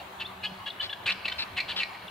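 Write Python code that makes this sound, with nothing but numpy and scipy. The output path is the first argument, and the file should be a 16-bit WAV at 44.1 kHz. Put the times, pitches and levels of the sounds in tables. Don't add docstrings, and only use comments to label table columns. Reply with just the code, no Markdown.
import sys
import numpy as np
from scipy import signal
from scipy.fft import rfft, irfft
from scipy.io import wavfile
from scipy.ndimage import uniform_filter1d

SR = 44100
rng = np.random.default_rng(int(sys.argv[2]) if len(sys.argv) > 2 else 0)


def waveform_to_disk(signal):
    frames = np.transpose(np.atleast_2d(signal))
    scaled = np.clip(frames, -1, 1) * 32767
    samples = np.round(scaled).astype(np.int16)
    wavfile.write(sys.argv[1], SR, samples)


N = 92610
LEAD = 4410


def gain_of(db):
    return 10 ** (np.asarray(db) / 20)


def evened(x):
    return x / np.sqrt(np.mean(x ** 2) + 1e-20)


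def curve_at(points, hz):
    f, value = np.transpose(points)
    return np.interp(np.log(hz + 1), np.log(f + 1), value)


def add(mix, s, sound):
    part = mix[..., LEAD + round(s * SR):][..., :sound.shape[-1]]
    part += sound[..., :part.shape[-1]]


def resonate(x, hz, width_hz):
    turn = np.exp(2j * np.pi * np.cumsum(hz * np.ones(len(x))) / SR)
    r = np.exp(-np.pi * width_hz / SR)
    lowpassed = signal.lfilter([(1 - r) ** 2], [1, -2 * r, r * r], x / turn)
    return 2 * (turn * lowpassed).real


def placed(x, lead):
    x = np.pad(x, 16)
    half_leads = lead * np.array([[1], [-1]])
    shift = np.exp(1j * np.pi * np.fft.rfftfreq(len(x)) * half_leads)
    return irfft(rfft(x) * shift, len(x))[:, 16:]


def note(start, length, db, swell_db, hz0, hz1, rough, beak0_hz, beak1_hz, low_db, high_db, lead):
    # (frequency [Hz], gain [dB])
    throat = [(300, -11), (900, -3), (2500, 1.5), (4600, -7.5), (5600, -20.5), (8000, -21.5), (11000, -30),
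              (15000, -35)]
    rise_s, rise_share, fall_s = .003, .14, .007
    jitter, ragged_db = .1, 1.8
    windpipe_hz, windpipe_echo = 565, .2
    beak_width_hz = 480
    low_hz, low_width_hz, high_hz, high_width_hz = 1700, 300, 4150, 520
    rasp_db = -4.5
    side_bird_hz, side_bird_db = 5070, -15

    noise, phase = rng.standard_normal((3, 4000)), rng.random((36, 1))
    t = np.arange(0, min(length + 0.002, .09), 1 / SR)
    u, rough = t / length, np.clip(rough, 0, 1)
    shake, ragged = (evened(uniform_filter1d(v, size=130))[:len(t)] for v in noise[:2])

    pulse_hz = (hz0 + (hz1 - hz0) * u) * (1 + jitter * rough ** 2 * shake)
    turns = np.cumsum(pulse_hz) / SR
    harmonics = np.arange(1, 37)[:, None]
    cycles = np.cos(2 * np.pi * (harmonics * turns + phase)).sum(0)
    drive = (1 - rough) * evened(cycles) + rough * noise[2, :len(t)]

    rise = t / (rise_s + rise_share * length)
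    fall = (length + 0.0038 - t) / fall_s
    edge = np.sin(np.pi / 2 * np.clip(np.minimum(rise, fall), 0, 1))
    drive *= edge * gain_of(swell_db * (2 * u - 1) + ragged_db * np.sqrt(rough) * ragged)
    round_trip = round(SR / windpipe_hz)
    drive = signal.lfilter([1], np.r_[1, np.zeros(round_trip - 1), -windpipe_echo], drive)

    arch = np.sin(np.pi * np.clip(u, 0, 1)) ** .6
    throat_gain = gain_of(curve_at(throat, np.fft.rfftfreq(len(t), 1 / SR)))
    rasp = arch * irfft(rfft(drive) * throat_gain, len(t))
    beak_hz = beak0_hz + (beak1_hz - beak0_hz) * u
    voice = resonate(drive, beak_hz, beak_width_hz * (0.96 + rough))
    voice += gain_of(rasp_db) * rough * rasp
    voice -= arch * gain_of(low_db) * resonate(drive, low_hz, low_width_hz)
    voice -= arch * gain_of(high_db) * resonate(drive, high_hz, high_width_hz)
    if lead > 3:
        voice += gain_of(side_bird_db) * resonate(drive, side_bird_hz, 970)
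    return start, placed(gain_of(db) * evened(voice), lead)


def street(x):
    # (frequency [Hz], time to fall 60 dB [s])
    decay = [(600, 2.5), (2000, 1.73), (4000, 1.68), (7000, 0.32)]
    # (frequency [Hz], gain [dB])
    tail_colour = [(500, 4), (1200, 7), (2600, -2), (4000, -2), (5200, 13), (8000, 6)]
    near_db, near_s, tail_db = -7, 0.012, -11.5
    tail_shared = .35

    taps = rng.choice([-1., 1.], (2, SR)) * (rng.random((2, SR)) < .04)
    taps = taps + tail_shared * taps[::-1]
    t = np.arange(SR) / SR
    near = taps * np.exp(-t / near_s) * (t > .001)
    hz, frame_s, z = signal.stft(taps * np.clip(t / 0.044, 0, 1), SR, nperseg=256)
    fall_db = 60 * frame_s / curve_at(decay, hz)[:, None]
    z = z * gain_of(curve_at(tail_colour, hz)[:, None] - fall_db)
    tail = signal.istft(z, SR, nperseg=256)[1][:, :SR]
    both = gain_of(near_db) * near / np.linalg.norm(near[0])
    both += gain_of(tail_db) * tail / np.linalg.norm(tail[0])
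    return signal.fftconvolve(x[None], both, axes=1)[:, :len(x)]


def traffic():
    # (frequency [Hz], relative density [dB per Hz])
    spectrum = [(25, -21), (50, -23), (75, -3.5), (120, -4.5), (160, -13.5), (250, -10.5), (430, -12.5),
                (730, -3.5), (1000, -2.5), (1400, -9.5), (2100, -11.5), (4100, -18), (4700, -31),
                (8000, -31), (15800, -31)]
    # (frequency [Hz], left-right correlation [0-1])
    likeness = [(30, 1), (120, 1), (200, 1), (400, 0.86), (800, .3), (2000, 0.1), (5000, 0.13),
                (9000, 0.033), (14000, 0.2)]
    level_db, patch_db, swell_db = -44.5, 2.05, 0.75

    frames, hz = N // 512 + 6, np.fft.rfftfreq(2048, 1 / SR)
    a, b, c, d, patches = rng.standard_normal((frames, 1025, 5)).T
    patches = uniform_filter1d(uniform_filter1d(patches, size=16, axis=0), size=5, axis=1)
    swell = evened(uniform_filter1d(rng.standard_normal(frames), size=6))
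    same = np.clip(curve_at(likeness, hz), -1, 1)[:, None]
    left = a + 1j * b
    right = same * left + np.sqrt(1 - same ** 2) * (c + 1j * d)
    colour_db = curve_at(spectrum, hz)[:, None] + patch_db * evened(patches) + swell_db * swell
    z = np.array([left, right]) * gain_of(colour_db)
    rumble = signal.istft(z, nperseg=2048, noverlap=1536)[1][:, 1024:N + 1024]
    return gain_of(level_db) * evened(rumble)


def hum():
    # (time [s], frequency [Hz], level before the waver [dB])
    drone = [(0.0, 192.7, -81), (0.03, 190.8, -62), (0.47, 189.3, -56), (0.88, 188.8, -63.5),
             (0.95, 198.8, -62), (1.08, 184.3, -56), (1.23, 200.0, -65.5), (1.65, 184.9, -58),
             (2.1, 184.4, -67)]
    octave_db, waver_db = -5, 4
    s, hz, db = np.transpose(drone)
    t = np.arange(N) / SR
    turns = np.cumsum(np.interp(t, s, hz)) / SR
    waver = uniform_filter1d(rng.standard_normal((2, N)), size=1500)
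    waver = evened(uniform_filter1d(waver, size=1500))
    level_db = np.interp(t, s, db) + waver_db * waver + [[0], [octave_db]]
    tones = np.sqrt(2) * np.sin(2 * np.pi * turns * [[1], [2]])
    return (gain_of(level_db) * tones).sum(0)


def pip(start, length, db, hz0, hz1, hz2):
    wobble_share = 0.0095
    wobble = evened(uniform_filter1d(rng.standard_normal(2000), size=60))
    u = np.arange(0, min(length, .045), 1 / SR) / length
    glide_hz = np.interp(u, [0, .65, 1], [hz0, hz1, hz2])
    hz = glide_hz * (1 + wobble_share * wobble[:len(u)])
    tone = np.sqrt(2) * np.sin(2 * np.pi * np.cumsum(hz) / SR)
    return start, placed(gain_of(db) * np.sin(np.pi * u) ** .7 * tone, .4)


def bump(s, db, hz):
    peak_s = 0.0053
    t = np.arange(3000) / SR
    envelope = t / peak_s * np.exp(1 - t / peak_s)
    return s, gain_of(db) * envelope * np.sin(2 * np.pi * hz * t)


def scene():
    # (start [s], length [s], level [dB], swell each way from mid-note [dB],
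    # pulse rate at start [Hz], at end [Hz], roughness [0-1], beak resonance at start [Hz],
    # at end [Hz], low resonance [dB], high resonance [dB], left lead [samples])
    cackles = [ (-.05, 0.091, -47.5, -9, 397, 399, 0.47, 2830, 2650, -23, 3, 0.54),
               (0.197, 0.038, -36, -4, 437.4, 448, 0.49, 3300, 2510, -9, -4.5, 1.2),
               (0.43, 0.035, -32, 2.5, 411, 424, 0.37, 2640, 2900, -6, -4, .7),
               (0.655, 0.038, -36.5, 2, 556.7, 551, 0.41, 3160, 3100, -3, -5, 0.65),
               (0.804, 0.017, -34.5, 2.5, 562, 582, 0.31, 3220, 3300, -0.5, -4, 0.62),
               (0.819, 0.06, -36, -6, 440, 457, 1, 2960, 3400, -1.5, 11, 5.5),
               (0.894, 0.027, -40, -5.5, 556, 599, 0.22, 3380, 3340, -5, -11, 0.33),
               (0.926, 0.011, -33, -2, 521, 586, 0.2, 3080, 3230, -3, -11, 1.3),
               (1.056, 0.037, -27.5, 0, 415, 370.8, 0.58, 3110, 2360, -5.5, -4.5, 1.1),
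               (1.087, 0.029, -27.5, -3.5, 373.4, 380, 0.61, 2370, 2810, -3.5, -1, 1.2),
               (1.118, 0.02, -33.5, -19, 386, 394, 0.9, 3350, 3060, -4, 3, 4.1),
               (1.251, 0.0247, -32.5, -9, 405, 370.6, 0.64, 2990, 2580, -28, -3.5, 1.2),
               (1.277, 0.011, -29, 4.5, 387.6, 380.5, 0.37, 2280, 2280, -35, 2, 0.22),
               (1.296, 0.0083, -37.5, -8, 435, 420, 0.66, 2530, 2700, -15, 2, 1.6),
               (1.313, 0.012, -31, 11, 509.5, 517, 0.2, 3060, 3130, 1, -12, 1.6),
               (1.379, 0.062, -32, -1.5, 431.5, 443, 0.68, 2660, 2590, -2.5, 11, 4.64),
               (1.563, 0.031, -29, 3, 368, 367.6, 0.54, 3020, 2290, -4, -5, 0.9),
               (1.599, 0.013, -28, -1.5, 375.6, 399.4, 0.31, 2480, 2310, -9, -1, 0.22),
               (1.677, .047, -34, 3, 430.6, 430.5, 0.68, 3060, 2980, -2, 1, 0.97),
               (1.721, .012, -42, -8, 454, 423, 0.64, 2500, 2490, -12, -1, 0.88),
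               (1.758, 0.044, -31.5, -0.5, 425, 414, 0.6, 3120, 2980, -3.5, 1.5, 4.5),
               (1.793, 0.046, -31.5, -7.5, 401, 377, 0.6, 2990, 2100, -11, -2.5, 1.5),
               (1.831, 0.011, -28.5, -20, 372.5, 360, 0.33, 2430, 2160, -9.5, -1, 0.22),
               (1.945, 0.0097, -43, -5, 457, 470, 0.54, 2060, 1870, -18, -24, 0.33),
               (2.018, .014, -49, -2, 523, 550, 0.3, 2930, 3100, 5, -3, 1.5), ]
    # (start [s], length [s], level before the envelope [dB],
    # start frequency [Hz], later frequency [Hz], end frequency [Hz])
    pips = [ (0.187, 0.011, -51, 3470, 3340, 3200), (0.246, 0.025, -39, 3230, 3635, 3560),
            (0.263, 0.0092, -44.5, 3720, 4220, 4300), (0.425, 0.02, -41, 2890, 2870, 2830),
            (0.444, 0.012, -40, 4240, 4355, 4230), (0.462, 0.016, -37, 3380, 3230, 3260),
            (0.667, 0.014, -32, 2864, 2910, 2880), (.701, 0.011, -35, 4400, 3340, 3470),
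            (0.797, 0.016, -29.5, 3025, 3020, 2960), (0.894, 0.0057, -33, 2840, 2890, 2880),
            (1.245, .012, -34, 2624, 2615, 2760), (1.56, 0.016, -46, 2470, 2440, 2570),
            (1.386, 0.017, -40, 2615, 2610, 2620), (1.68, 0.025, -45, 4146, 4196, 4100),
            (1.572, 0.013, -34.5, 2110, 2150, 2200), (2.077, 0.015, -41.5, 3930, 2780, 2980), ]
    # (time [s], envelope peak [dB], frequency [Hz])
    thuds = [(0.516, -40, 179), (1.054, -42, 114), (2.045, -45.5, 176)]

    birds, bumps = np.zeros((2, N + LEAD)), np.zeros(N + LEAD)
    for row in cackles:
        add(birds, *note(*row))
    for row in pips:
        add(birds, *pip(*row))
    for row in thuds:
        add(bumps, *bump(*row))
    heard = birds + street(birds.mean(0)) + bumps
    return heard[:, LEAD:] + traffic() + hum()


def record(dry):
    # (frequency [Hz], left minus right [dB])
    port_lean = [(200, 0), (500, .8), (1200, 1.3), (2800, .7), (5200, 5), (8000, 2.5), (13000, -.3)]
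    edge_hz = 15800
    lean_db = curve_at(port_lean, np.fft.rfftfreq(N, 1 / SR))
    ports = irfft(rfft(dry) * gain_of(np.outer([.5, -.5], lean_db)), N)
    lowpass = signal.firwin(511, edge_hz, window=("kaiser", 9), fs=SR)
    return signal.oaconvolve(ports, lowpass[None], "same")


dry = scene()
out = record(dry)
waveform_to_disk(out)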